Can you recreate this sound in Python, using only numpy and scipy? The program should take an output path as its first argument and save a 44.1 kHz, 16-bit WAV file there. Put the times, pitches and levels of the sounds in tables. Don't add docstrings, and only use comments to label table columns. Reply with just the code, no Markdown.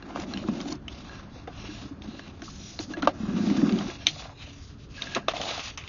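import sys
import numpy as np
from scipy import signal
from scipy.io import wavfile

SR = 44100
rng = np.random.default_rng(int(sys.argv[2]) if len(sys.argv) > 2 else 0)


def unload_wav(signal):
    wavfile.write(
        sys.argv[1],
        SR,
        np.round(np.clip(np.atleast_2d(signal).T, -1, 1) * 32767).astype(np.int16),
    )


def convert_level_to_amplitude(level_db):
    exponent = np.asarray(level_db, float) / 20
    return 10 ** exponent


N = 259308

# (time [s], level [dB])
REEL_RUMBLE = [(0.0, -46), (0.3, -39), (0.58, -34.5), (0.71, -37.5), (0.78, -48), (1.43, -49.5),
               (2.0, -45.5), (2.2, -48.5), (2.78, -51.5), (3.05, -37.5), (3.15, -45), (3.3, -33),
               (3.72, -24.5), (3.85, -36), (3.95, -52), (4.72, -73.5), (5.1, -45.5), (5.88, -60.5)]
# (frequency [Hz], level [dB], t60 [s])
FITTING_MODES = [(1646, -0.5, 0.045), (2750, -4.5, 0.059), (4103, -2.5, 0.024), (5560, -16, 0.023)]
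SPRING_HZ = 1641
CHANNEL_TOP_HZ = 6830


def rms_one(x):
    return x / np.sqrt(np.mean(x ** 2) + 1e-20)


def peak_one(x):
    return x / abs(x).max()


def band(x, low_hz, high_hz):
    return signal.sosfilt(signal.butter(2, [low_hz, high_hz], "band", fs=SR, output="sos"), x)


def ring(x, hz, t60_s):
    r = convert_level_to_amplitude(-60 / (max(t60_s, 0.002) * SR))
    w = 2 * np.pi * hz / SR
    return signal.lfilter([0, np.sin(w)], [1, -2 * r * np.cos(w), r * r], x + 1e-18)


def resonate(x, hz, width_hz):
    r = np.exp(-np.pi * width_hz / SR)
    zeros = np.array([1, 0, -1]) * (1 - r * r) / 2
    return signal.lfilter(zeros, [1, -2 * r * np.cos(2 * np.pi * hz / SR), r * r], x)


def drift(rate_hz):
    r = np.exp(-80 * np.pi * rate_hz / SR)
    noise = rng.standard_normal(N // 40 + 2002)
    slow = signal.lfilter([1], [1, -2 * r, r * r], noise)[2000:]
    return np.interp(np.arange(N) / 40, np.arange(len(slow)), rms_one(slow))


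def grains(per_s, spread_db):
    sizes = convert_level_to_amplitude(spread_db * np.minimum(rng.exponential(1, N), 5))
    signs = rng.choice([-1, 1], N)
    return sizes * signs * (rng.random(N) < per_s / SR)


def in_time(curve):
    s, level_db = np.transpose(curve)
    return np.interp(np.arange(N) / SR, s, level_db)


def arch(start_s, length_s, power):
    phase = np.clip((np.arange(N) / SR - start_s) / length_s, 0, 1)
    return np.abs(np.sin(np.pi * phase)) ** power


def add(track, s, sound):
    i = round(s * SR)
    track[i:i + len(sound)] += sound[:N - i]


def reel():
    # (frequency [Hz], level [dB], t60 [s])
    box_modes = [(176.4, -9.5, 0.12), (206.5, 0, 0.14), (250.6, -4, 0.11), (282, -0.5, 0.089),
                 (329, -11, 0.21), (372, -8, 0.12), (578, -8.5, 0.046), (691, -27.5, 0.025),
                 (1110, -33.5, 0.055)]
    # (time [s], peak [dB], pitch [Hz], decay [s])
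    lurches = [(0.186, -21.5, 324, 0.015), (0.346, -14, 232, 0.0054), (0.415, -20, 231, 0.0074),
               (0.449, -15.5, 314, 0.0066), (0.486, -7.5, 216.4, 0.0099), (0.659, -16, 288, 0.01),
               (0.72, -22, 308, 0.013), (1.686, -27.5, 305, 0.022), (1.854, -25.5, 290, 0.0088),
               (1.91, -26, 284, .012), (2.084, -19.5, 248, 0.0062), (1.474, -26.5, 465, 0.0081),
               (2.42, -29.5, 326, 0.017), (2.797, -16, 315, 0.0067), (2.883, -27.5, 268, 0.016),
               (2.904, -20, 307, 0.011), (2.974, -16.5, 322, 0.0096), (2.997, -25, 256, .008),
               (3.030, -10.5, 279, 0.0094), (3.053, -18, 240, 0.0096), (3.078, -14, 302, 0.0076),
               (3.202, -16, 225, 0.0093), (3.233, -15, 202, 0.013), (3.284, -15, 195, 0.012),
               (3.319, -20, 258, .01), (3.341, -17, 189, 0.01), (3.364, -16, 211, 0.025),
               (3.403, -12.5, 209, 0.017), (3.431, -16.5, 202, 0.017), (3.47, -13.5, 202, 0.036),
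               (3.511, -7, 274, 0.0093), (3.546, -18, 211, 0.0098), (3.581, -6.5, 229, 0.012),
               (3.631, -5, 215, 0.013), (3.385, -16.5, 318, 0.01), (3.438, -15.5, 333, 0.0074),
               (3.597, -14, 308, 0.0078), (3.66, -20, 260, .01), (3.684, -12, 225, 0.0078),
               (3.704, -8.5, 248, 0.0055), (3.724, -9.5, 201, 0.014), (3.757, -16, 227, .01),
               (3.779, -17, 207, 0.025), (3.823, -19, 213, 0.0092), (3.858, -23, 256, .008),
               (3.88, -25, 350, 0.015), (4.076, -29, 311, 0.014), (5.156, -21.5, 355, 0.011),
               (5.168, -20, 250, 0.0095), (5.281, -31, 348, 0.015),
               (0.289, -31, 260, .006), (0.361, -22, 238, 0.006), (0.522, -18.5, 260, .007),
             (.539, -17.5, 240, 0.0055), (0.574, -20, 250, .007), (.588, -22, 279, .007),
             (.603, -18.5, 297, .006), (.695, -20, 320, 0.0076), (1.475, -32.5, 330, 0.0076),
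             (1.64, -29, 420, 0.0055), (1.825, -29.5, 270, .008), (2.045, -30.5, 304, .01),
             (2.14, -31, 258, 0.0072), (5.162, -19.5, 400, 0.0067), (5.184, -26, 380, 0.0061),
             (5.284, -23.5, 404, 0.0043)]
    rumble = np.zeros(N)
    for hz, db, t60_s in box_modes:
        rumble += convert_level_to_amplitude(db + 2.0 * drift(22)) * ring(grains(90, 0.52), hz, t60_s)
    out = convert_level_to_amplitude(in_time(REEL_RUMBLE)) * rms_one(band(rumble, 140, 810))
    t = np.arange(SR // 8) / SR
    for s, peak_db, hz, decay_s in lurches:
        swell = (1 - np.exp(-t / 0.0022)) * np.exp(-t / decay_s)
        tone = np.sin(2 * np.pi * hz * t) + 0.09 * np.sin(2.7 * np.pi * hz * t)
        add(out, s, convert_level_to_amplitude(peak_db - 3.5) * swell * tone)
    return out


def effort():
    # (time [s], length [s], sheath level [dB], wall share [dB], grit share [dB])
    jerks = [(0.145, 0.088, -50, 9.5, -2), (0.338, 0.16, -49, -5, -7), (0.509, 0.18, -52, 5.5, 3.5),
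             (0.701, 0.05, -51, 2, -1.5), (0.895, 0.18, -49.5, -3, -5), (2.013, 0.042, -60, 8.5, 1),
             (2.069, 0.23, -53.5, 0, -6), (2.429, 0.5, -59, -10, 17), (2.793, 0.008, -48, 6, 10),
             (2.959, 0.036, -52, 7, -10), (3.017, 0.03, -47, 8, -10), (3.775, 0.18, -45.5, 2, 1),
             (4.058, .006, -39, -3, -7), (4.079, 0.18, -46.5, -7.5, 1.5), (4.938, 0.127, -49.5, -7, -1.5),
             (5.01, 0.12, -43.5, -1.5, -0.5), (5.149, 0.015, -40.5, 7.5, -18),
             (5.277, 0.033, -40, 1.5, -26), (5.337, 0.065, -39, 1, -5), (5.412, 0.2, -37, -1, -4),
             (5.167, 0.021, -49, 4, -9), (0.698, 0.0099, -49, 0, 8), (5.773, 0.11, -47.5, -7.5, -8)]
    # (time [s], length [s], sheath level [dB], wall share [dB], grit share [dB])
    pushes = [(0, 0.23, -59.5, 11.5, -12), (1.01, 0.3, -56, 3.5, -1), (1.276, 0.2, -55, -21, -4),
              (0.24, 0.13, -53, 1, -0.5), (1.475, 0.26, -53, 2.5, -1), (1.579, 0.38, -47.5, -1.5, -3),
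              (2.565, 0.24, -50, -12, 8), (4.098, 0.3, -59.5, 10.5, 4), (2.26, 0.29, -62.5, 0, -1),
              (2.887, 0.052, -50.5, 7.5, -15), (3.112, 0.93, -44.5, 3, -1), (3.95, 0.14, -51, -5, -1),
              (4.309, 0.27, -48, -5, -5), (4.445, 0.36, -57, -12, 6), (4.756, 0.13, -56, -21, 3),
              (4.877, 0.076, -61, -16, 5), (5.58, 0.17, -40, -9, -0.5), (2.78, 0.092, -55.5, -10, 11),
              (3.064, 0.29, -61, 9, 7.5), (5.172, 0.13, -67, 7.5, 2), (5.688, 0.089, -59.5, -8, 6)]
    attack_s, sag_db_per_s, release_s = 0.0078, 15, 0.017
    drag_db = np.array([-85.5, -59, -87.5])
    idle_db, drag_follows = -54.5, 0.36
    t = np.arange(N) / SR
    power = convert_level_to_amplitude(drag_db[:, None] + drag_follows * (in_time(REEL_RUMBLE) - idle_db)) ** 2
    for s, length_s, db, wall_db, grit_db in jerks:
        u = np.maximum(t - s, 0)
        release = np.exp(-(np.maximum(u - length_s, 0) / release_s) ** 2)
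        shape = (1 - np.exp(-u / attack_s)) * convert_level_to_amplitude(-sag_db_per_s * u) * release
        power += np.outer(convert_level_to_amplitude(db + np.array([0, wall_db, grit_db])), shape) ** 2
    for s, length_s, db, wall_db, grit_db in pushes:
        shape = arch(s, length_s, 1.79)
        power += np.outer(convert_level_to_amplitude(db + np.array([0, wall_db, grit_db])), shape) ** 2
    return np.sqrt(power)


def scrape():
    # (frequency [Hz], width [Hz], level [dB])
    sheath = [(2020, 450, -3), (2670, 530, 5.5), (3600, 900, -3.5), (3425, 140, 4), (3860, 390, 3)]
    # (frequency [Hz], width [Hz], level [dB])
    wall = [(680, 320, 6.5), (696, 53, 6), (940, 72, -15), (1176, 365, 4.5), (1640, 86, -2)]
    # (frequency [Hz], width [Hz], level [dB])
    grit = [(4500, 1300, 3), (5740, 220, 2), (8000, 6900, 2.5)]
    clumps = convert_level_to_amplitude(1.8 * drift(29) + 0.3 * drift(79))
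    rubbing = rms_one(grains(5000, 0.72)) + 0.83 * rng.standard_normal(N)
    out = np.zeros(N)
    for body, gain in zip((sheath, wall, grit), effort()):
        voiced = np.zeros(N)
        for k, (hz, width_hz, db) in enumerate(body):
            own_spot = np.roll(rubbing, 977 * k)
            voiced += convert_level_to_amplitude(db + 2.6 * drift(5)) * resonate(own_spot, hz, width_hz)
        out += gain * rms_one(voiced * clumps)
    return out


def knocks():
    # (frequency [Hz], level [dB], t60 [s])
    frame_modes = [(555, -14.5, 0.023), (706, -4, 0.042), (940, -22, 0.033), (1270, 0, 0.0077),
                   (1300, -13, 0.011), (1600, -20.5, 0.0095)]
    # (frequency [Hz], level [dB], t60 [s])
    coil_modes = [(2330, -4, .018), (2620, -6, .014), (3000, -6, .012), (3250, -3, .018), (3670, 0, .014),
                  (4170, -4, .018), (4700, -10, .01), (5500, -10, .01), (6200, -8, .011)]
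    # (time [s], peak [dB], ring [Hz], frame share [dB], coil share [dB])
    dry_blows = [(0.026, -29.5, 4000, -4.5, -17), (0.174, -27, 705, 4, -35), (0.338, -25.5, 4250, -9, 2.5),
                 (0.486, -23.5, 577, 2, -28), (0.604, -31, 616, 1, 9), (1.095, -39, 1640, -5, -3),
                 (1.358, -31, 527, -8, -27), (2.021, -36, 640, -12, 8), (2.194, -24.5, 1600, -5, -3.5),
                 (2.791, -15, 4400, -7, -7), (2.936, -25, 1640, -5, -8), (3.073, -21, 1150, 4, -10),
                 (3.501, -23.5, 1020, -16, 2.5), (3.693, -18, 2600, -7, -6), (3.724, -25, 4630, -29, 3.5),
                 (3.788, -25.5, 4870, -12, 4), (3.81, -30, 1190, 7.5, -7), (5.021, -12, 3940, -27, -2.5),
                 (5.285, -21, 850, 13, 8.5), (5.364, -16.5, 660, -30, -21), (5.594, -29, 696, -27, 4),
                 (5.674, -24, 2320, -8, -20), (5.877, -24, 2080, -8.5, -2.5)]
    # (time [s], peak [dB], ring [Hz], frame share [dB], coil share [dB])
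    damped_blows = [(0.159, -27, 1240, -3, -12), (0.198, -33, 1323, -18, 5.5), (0.222, -33, 600, -29, 1),
                    (0.656, -26, 736, -9, -6), (0.685, -38, 710, -7, 10), (0.881, -14, 3050, -18, -11.5),
                    (2.42, -27, 1520, -3, -3), (3.076, -27, 580, 5, -44), (3.023, -17.5, 1270, -20, -3.5),
                    (3.028, -13.5, 1430, -4, -20), (4.068, -7, 3950, -15.5, -1.5),
                    (4.223, -36, 1090, 7, -8), (4.254, -27, 644, -2.5, -16), (4.476, -32.5, 716, -5.5, -16),
                    (5.297, -22, 700, -22, -2), (0.438, -26.5, 1360, -11, -16), (4.16, -29, 706, -10, -32),
                    (4.293, -31, 696, -7, -17), (5.336, -16.5, 706, -8, -13), (5.415, -22, 754, -1, 9),
                    (5.507, -19, 670, -15, 0.5), (5.578, -20, 750, -11, -5)]
    # (time [s], peak [dB], ring [Hz], frame share [dB], coil share [dB])
    loose_blows = [(0.373, -24, 3060, -40, -5), (0.72, -25, 1070, -5, -6), (1.474, -20, 700, -10, -17),
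                   (2.479, -25, 1220, -28, -30), (2.97, -30.5, 680, 5, -8.5), (3.089, -13, 640, -11, -28),
                   (4.081, -20, 4370, -24, 4), (5.149, -14, 2880, -31, -0.5), (5.156, -37, 686, 14.5, -14),
                   (5.163, -11.5, 692, -3, -20), (5.453, -21, 680, -37, -5), (5.775, -24, 3050, -6, 3.5),
                   (5.813, -25, 2430, -36, -27)]
    out, t = np.zeros(N), np.arange(SR // 7) / SR

    def struck(shove, modes):
        return sum(convert_level_to_amplitude(db + 3 * rng.standard_normal()) * ring(shove, hz, t60_s) for hz, db, t60_s in modes)

    for blows, rattle_db in ((dry_blows, -16), (damped_blows, -8), (loose_blows, 7)):
        for s, peak_db, hz, frame_db, coil_db in blows:
            chatter = np.exp(-t / 0.002) + convert_level_to_amplitude(rattle_db) * np.exp(-t / 0.013)
            shove = rng.standard_normal(len(t)) * chatter + 7.4 * (t == 0)
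            low_crack = band(band(shove, 430, 2300), 430, 2300)
            high_crack = band(band(shove, 1500, 9200), 2200, 9800)
            low = peak_one(band(struck(shove, frame_modes), 220, 1900)) + 1.27 * peak_one(low_crack)
            high = peak_one(band(struck(shove, coil_modes), 2400, 8700)) + 1.26 * peak_one(high_crack)
            own = peak_one(band(ring(shove, hz, 0.004 + 11.0 / hz), 0.7 * hz, 1.4 * hz))
            blow = 0.56 * own + convert_level_to_amplitude(frame_db) * low + convert_level_to_amplitude(coil_db) * high
            add(out, s - 0.0004, convert_level_to_amplitude(peak_db - 6.5) * blow)
    return out


def clacks():
    # (frequency [Hz], level [dB], t60 [s]))
    hard_blows = [
        (3.0730, 0.00032, -5, [(570, 2, 0.039), (714, -3, 0.053), (887, -2.5, 0.042), (1180, 2.5, 0.034), (1585, -9.5, 0.038), (2700, -15, 0.039), (3070, -10.5, 0.023), (3860, -19, 0.02), (5680, -18, 0.013)]),
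        (4.0675, 0.00077, -5, [(690, -27, 0.076), (2324, -4, 0.028), (3040, -8, 0.027), (3370, -5, 0.026), (3676, 7.5, 0.012), (4100, -13, 0.022), (4690, -14.5, .03), (4940, -17, 0.034), (5760, -13, .03), (6250, -3, 0.02)]),
        (5.1484, 0.0003, -15.5, [(2580, 3.5, 0.036), (3370, -9, .025), (3960, 0, 0.028), (6420, 3, 0.016)]),
        (5.2824, 0.0012, -10.5, [(675, 8.5, 0.026), (1073, 1, 0.017), (1310, -5, .02), (2200, -8, 0.018), (2620, -5, 0.041), (3050, -7, .02), (3540, -1.5, 0.037), (3840, -1.5, 0.024), (5600, -29, 0.018)]),
        (.1585, 0.00055, -18.5, [(540, -2.5, 0.023), (705, -3, .035), (960, -5, 0.023), (1200, 1.5, 0.019), (1520, -11, .025)]),
    ]
    out, t = np.zeros(N), np.arange(SR // 8) / SR
    for s, rise_s, peak_db, modes in hard_blows:
        sound = np.zeros(len(t))
        for k, (hz, db, t60_s) in enumerate(modes):
            sound += ring(convert_level_to_amplitude(db) * (-1) ** k * (t == 0), hz, t60_s)
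        splinter = np.exp(-t / 0.00064) + convert_level_to_amplitude(-17.5) * np.exp(-t / 0.015)
        crack = band(rng.standard_normal(len(t)) * splinter, 2000, 4800)
        rise = 1 - np.exp(-(t / rise_s) ** 2)
        blow = peak_one(sound * rise) + convert_level_to_amplitude(-11.5) * peak_one(crack * np.sqrt(rise))
        add(out, s, convert_level_to_amplitude(peak_db) * blow)
    return out


def slips():
    # (time [s], peak [dB], ring [Hz])
    slip_events = [(.107, -41, 3500), (.2, -27.5, 5930), (0.22, -31, 5030), (3.047, -32.5, 2700),
                   (3.617, -28.5, 1900), (3.9, -29, 2500), (5.033, -28, 3000), (5.04, -31, 4500),
                   (5.293, -23, 3300), (5.302, -26, 2200), (.373, -24.5, 3000), (.175, -29, 1300),
                   (.236, -34, 2300), (5.776, -30, 6500), (5.81, -45, 1110), (5.358, -33, 1000),
                   (5.368, -25, 2570), (5.38, -33, 744), (5.398, -29, 686), (5.405, -24, 740),
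                   (5.436, -32, 720), (5.456, -26, 3300), (5.491, -33, 2700), (5.511, -24, 2700),
                   (5.53, -33, 3620), (5.578, -26, 2600), (5.594, -25, 2700), (5.681, -28, 4000),
                   (5.812, -32.5, 2400), (5.838, -36, 2380), (.724, -25, 5100), (.727, -33, 6200),
                   (.613, -28.5, 5000), (.754, -38, 5440), (5.445, -30, 720), (5.465, -31, 690),
                   (4.195, -39, 1100), (4.262, -37, 1300), (4.294, -44, 1200)]
    out, t = np.zeros(N), np.arange(SR // 20) / SR
    for s, peak_db, hz in slip_events:
        friction = rng.standard_normal(len(t)) * np.exp(-t / 0.002)
        add(out, s, convert_level_to_amplitude(peak_db) * peak_one(ring(friction, hz, 6.9 / hz)))
    return out


def spring_twangs():
    # (time [s], peak [dB])
    twangs = [(1.0951, -58), (2.9373, -32), (3.897, -38), (4.9667, -56), (5.002, -59), (5.03, -40),
              (4.978, -38.5), (4.992, -36), (5.07, -32), (5.115, -38.5), (5.136, -37.5), (5.225, -48),
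              (5.251, -58), (1.13, -46), (1.167, -53), (1.7, -45), (1.753, -44), (2.221, -51), (3.412, -38),
              (3.581, -39)]
    out, t = np.zeros(N), np.arange(SR // 7) / SR
    for s, peak_db in twangs:
        shake = rng.standard_normal(len(t)) * np.exp(-t / 0.0031)
        hz = SPRING_HZ + 12 * rng.standard_normal()
        add(out, s, convert_level_to_amplitude(peak_db) * peak_one(ring(shake, hz, 0.071)))
    return out


def spring_singing():
    note = rms_one(ring(rng.standard_normal(N), SPRING_HZ, 0.09))
    return convert_level_to_amplitude(-64) * arch(4.95, 0.36, 0.5) * note


def fitting_clinks():
    # (time [s], peak [dB], share of the two low modes [dB])
    clinks = [
        (0.025, -39, -3.5),
        (0.3369, -24.5, -9),
        (1.0948, -41.5, 1.5),
        (2.7905, -26, -16),
        (2.936, -36.5, 0.5),
    ]
    out, click = np.zeros(N), 1.0 * (np.arange(SR // 10) == 0)
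    for s, peak_db, low_db in clinks:
        for hz, db, t60_s in FITTING_MODES:
            gain = convert_level_to_amplitude(peak_db + db + low_db * (hz < 3000))
            add(out, s, gain * ring(click, hz, t60_s))
    return out


def fitting_sliding():
    # (time [s], length [s], level [dB], lowest mode share [dB], highest mode share [dB])
    slides = [
        (1.087, 0.13, -61, 3, 1),
        (1.56, 0.25, -58, -3.5, 4.5),
        (2.076, 0.19, -59, -7, -4),
        (3.989, 0.08, -57, 0, 4),
        (5.2, 0.09, -70, 9, -5),
    ]
    rung = [rms_one(ring(rng.standard_normal(N), hz, 0.47 * t60_s)) for hz, _, t60_s in FITTING_MODES]
    out = np.zeros(N)
    for s, length_s, db, low_db, high_db in slides:
        tone = convert_level_to_amplitude(low_db) * rung[0] + rung[1] + rung[2] + convert_level_to_amplitude(high_db - 4) * rung[3]
        out += convert_level_to_amplitude(db) * arch(s, length_s, 0.5) * tone
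    return out


def traffic():
    # (frequency [Hz], level per Hz [dB])
    spectrum = [(13, -31), (22, 8.5), (98, 9), (305, -7), (505, -15.5), (799, -32), (1290, -12.5),
                (1650, -23), (2540, -46), (3080, -27), (3650, -29.5), (6510, -36.5), (7000, -36),
                (9100, -66), (15400, -120)]
    table_hz, table_db = np.transpose(spectrum)
    edges_hz = 20 * 2 ** np.arange(0, 8.6, 0.5)
    white = rng.standard_normal((2, N + SR))
    out = np.zeros(N)
    for k, (low_hz, high_hz) in enumerate(zip(edges_hz, edges_hz[1:])):
        level_db = np.interp(np.log(low_hz * high_hz) / 2, np.log(table_hz), table_db)
        out += convert_level_to_amplitude(level_db + 1.9 * drift(3.7)) * band(white[k % 2], low_hz, high_hz)[SR:]
    return convert_level_to_amplitude(-45) * rms_one(out)


def motor_hum():
    # (time [s], level [dB])
    hum_level = [(0, -62), (2, -62), (4.2, -60), (4.35, -56), (5.0, -56), (5.2, -60), (5.88, -60)]
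    # (multiple [1], level [dB])
    orders = [(1, 0), (2, 1), (3, -10)]
    turn = 2 * np.pi * np.cumsum(141 + 0.5 * drift(7.2)) / SR
    return convert_level_to_amplitude(in_time(hum_level)) * sum(convert_level_to_amplitude(db) * np.sin(k * turn) for k, db in orders)


def scene():
    near = reel() + scrape() + knocks() + clacks() + slips() + spring_twangs() + fitting_clinks()
    dull = signal.lfilter([0.4], [1, -0.6], near)
    for lag_s, echo_db in ((0.0037, -27), (0.0165, -24.5)):
        add(near, lag_s, convert_level_to_amplitude(echo_db) * dull)
    return (near + spring_singing() + fitting_sliding() + traffic() + motor_hum())[None]


def gapped_treble(x):
    gaps, gap_from_hz, gap_db, wander_hz = 80, 1800, -35, 90
    hz, s, z = signal.stft(x, SR, nperseg=1024)
    keep = np.ones(z.shape[1:])
    for at, pitch, length, width in rng.random((gaps, 4)):
        centre_hz = gap_from_hz + pitch ** 0.7 * (CHANNEL_TOP_HZ - gap_from_hz)
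        rows = abs(hz - centre_hz) < 70 + 70 * width ** 3
        columns = abs(s - at * s[-1]) < 0.025 + 0.08 * length ** 2
        keep[np.ix_(rows, columns)] = convert_level_to_amplitude(gap_db)
    treble = abs(z[0, hz > gap_from_hz]).mean(axis=0)
    keep[:, treble > 2.5 * np.median(treble)] = 1
    frame_at = np.minimum((s * SR).astype(int), N - 1)
    edge_hz = CHANNEL_TOP_HZ + 60 + wander_hz * drift(3.0)[frame_at]
    keep *= convert_level_to_amplitude(-np.clip((hz[:, None] - edge_hz) / 3, 0, 60))
    return signal.istft(z * keep, SR, nperseg=1024)[1][:, :N]


def low_pass(x):
    return signal.sosfilt(signal.butter(12, 8010, fs=SR, output="sos"), x)


def record(dry):
    steep = signal.cheby2(16, 40, CHANNEL_TOP_HZ * 1.109, fs=SR, output="sos")
    cut = signal.sosfilt(steep, dry)
    cut = signal.sosfilt(signal.butter(4, 7400, fs=SR, output="sos"), cut)
    cut = signal.sosfilt(signal.butter(2, 38, "high", fs=SR, output="sos"), cut)
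    hiss = convert_level_to_amplitude(-89) * rng.standard_normal(dry.shape)
    mix = gapped_treble(cut + hiss)
    return low_pass(mix)


dry = scene()
out = record(dry)
unload_wav(out)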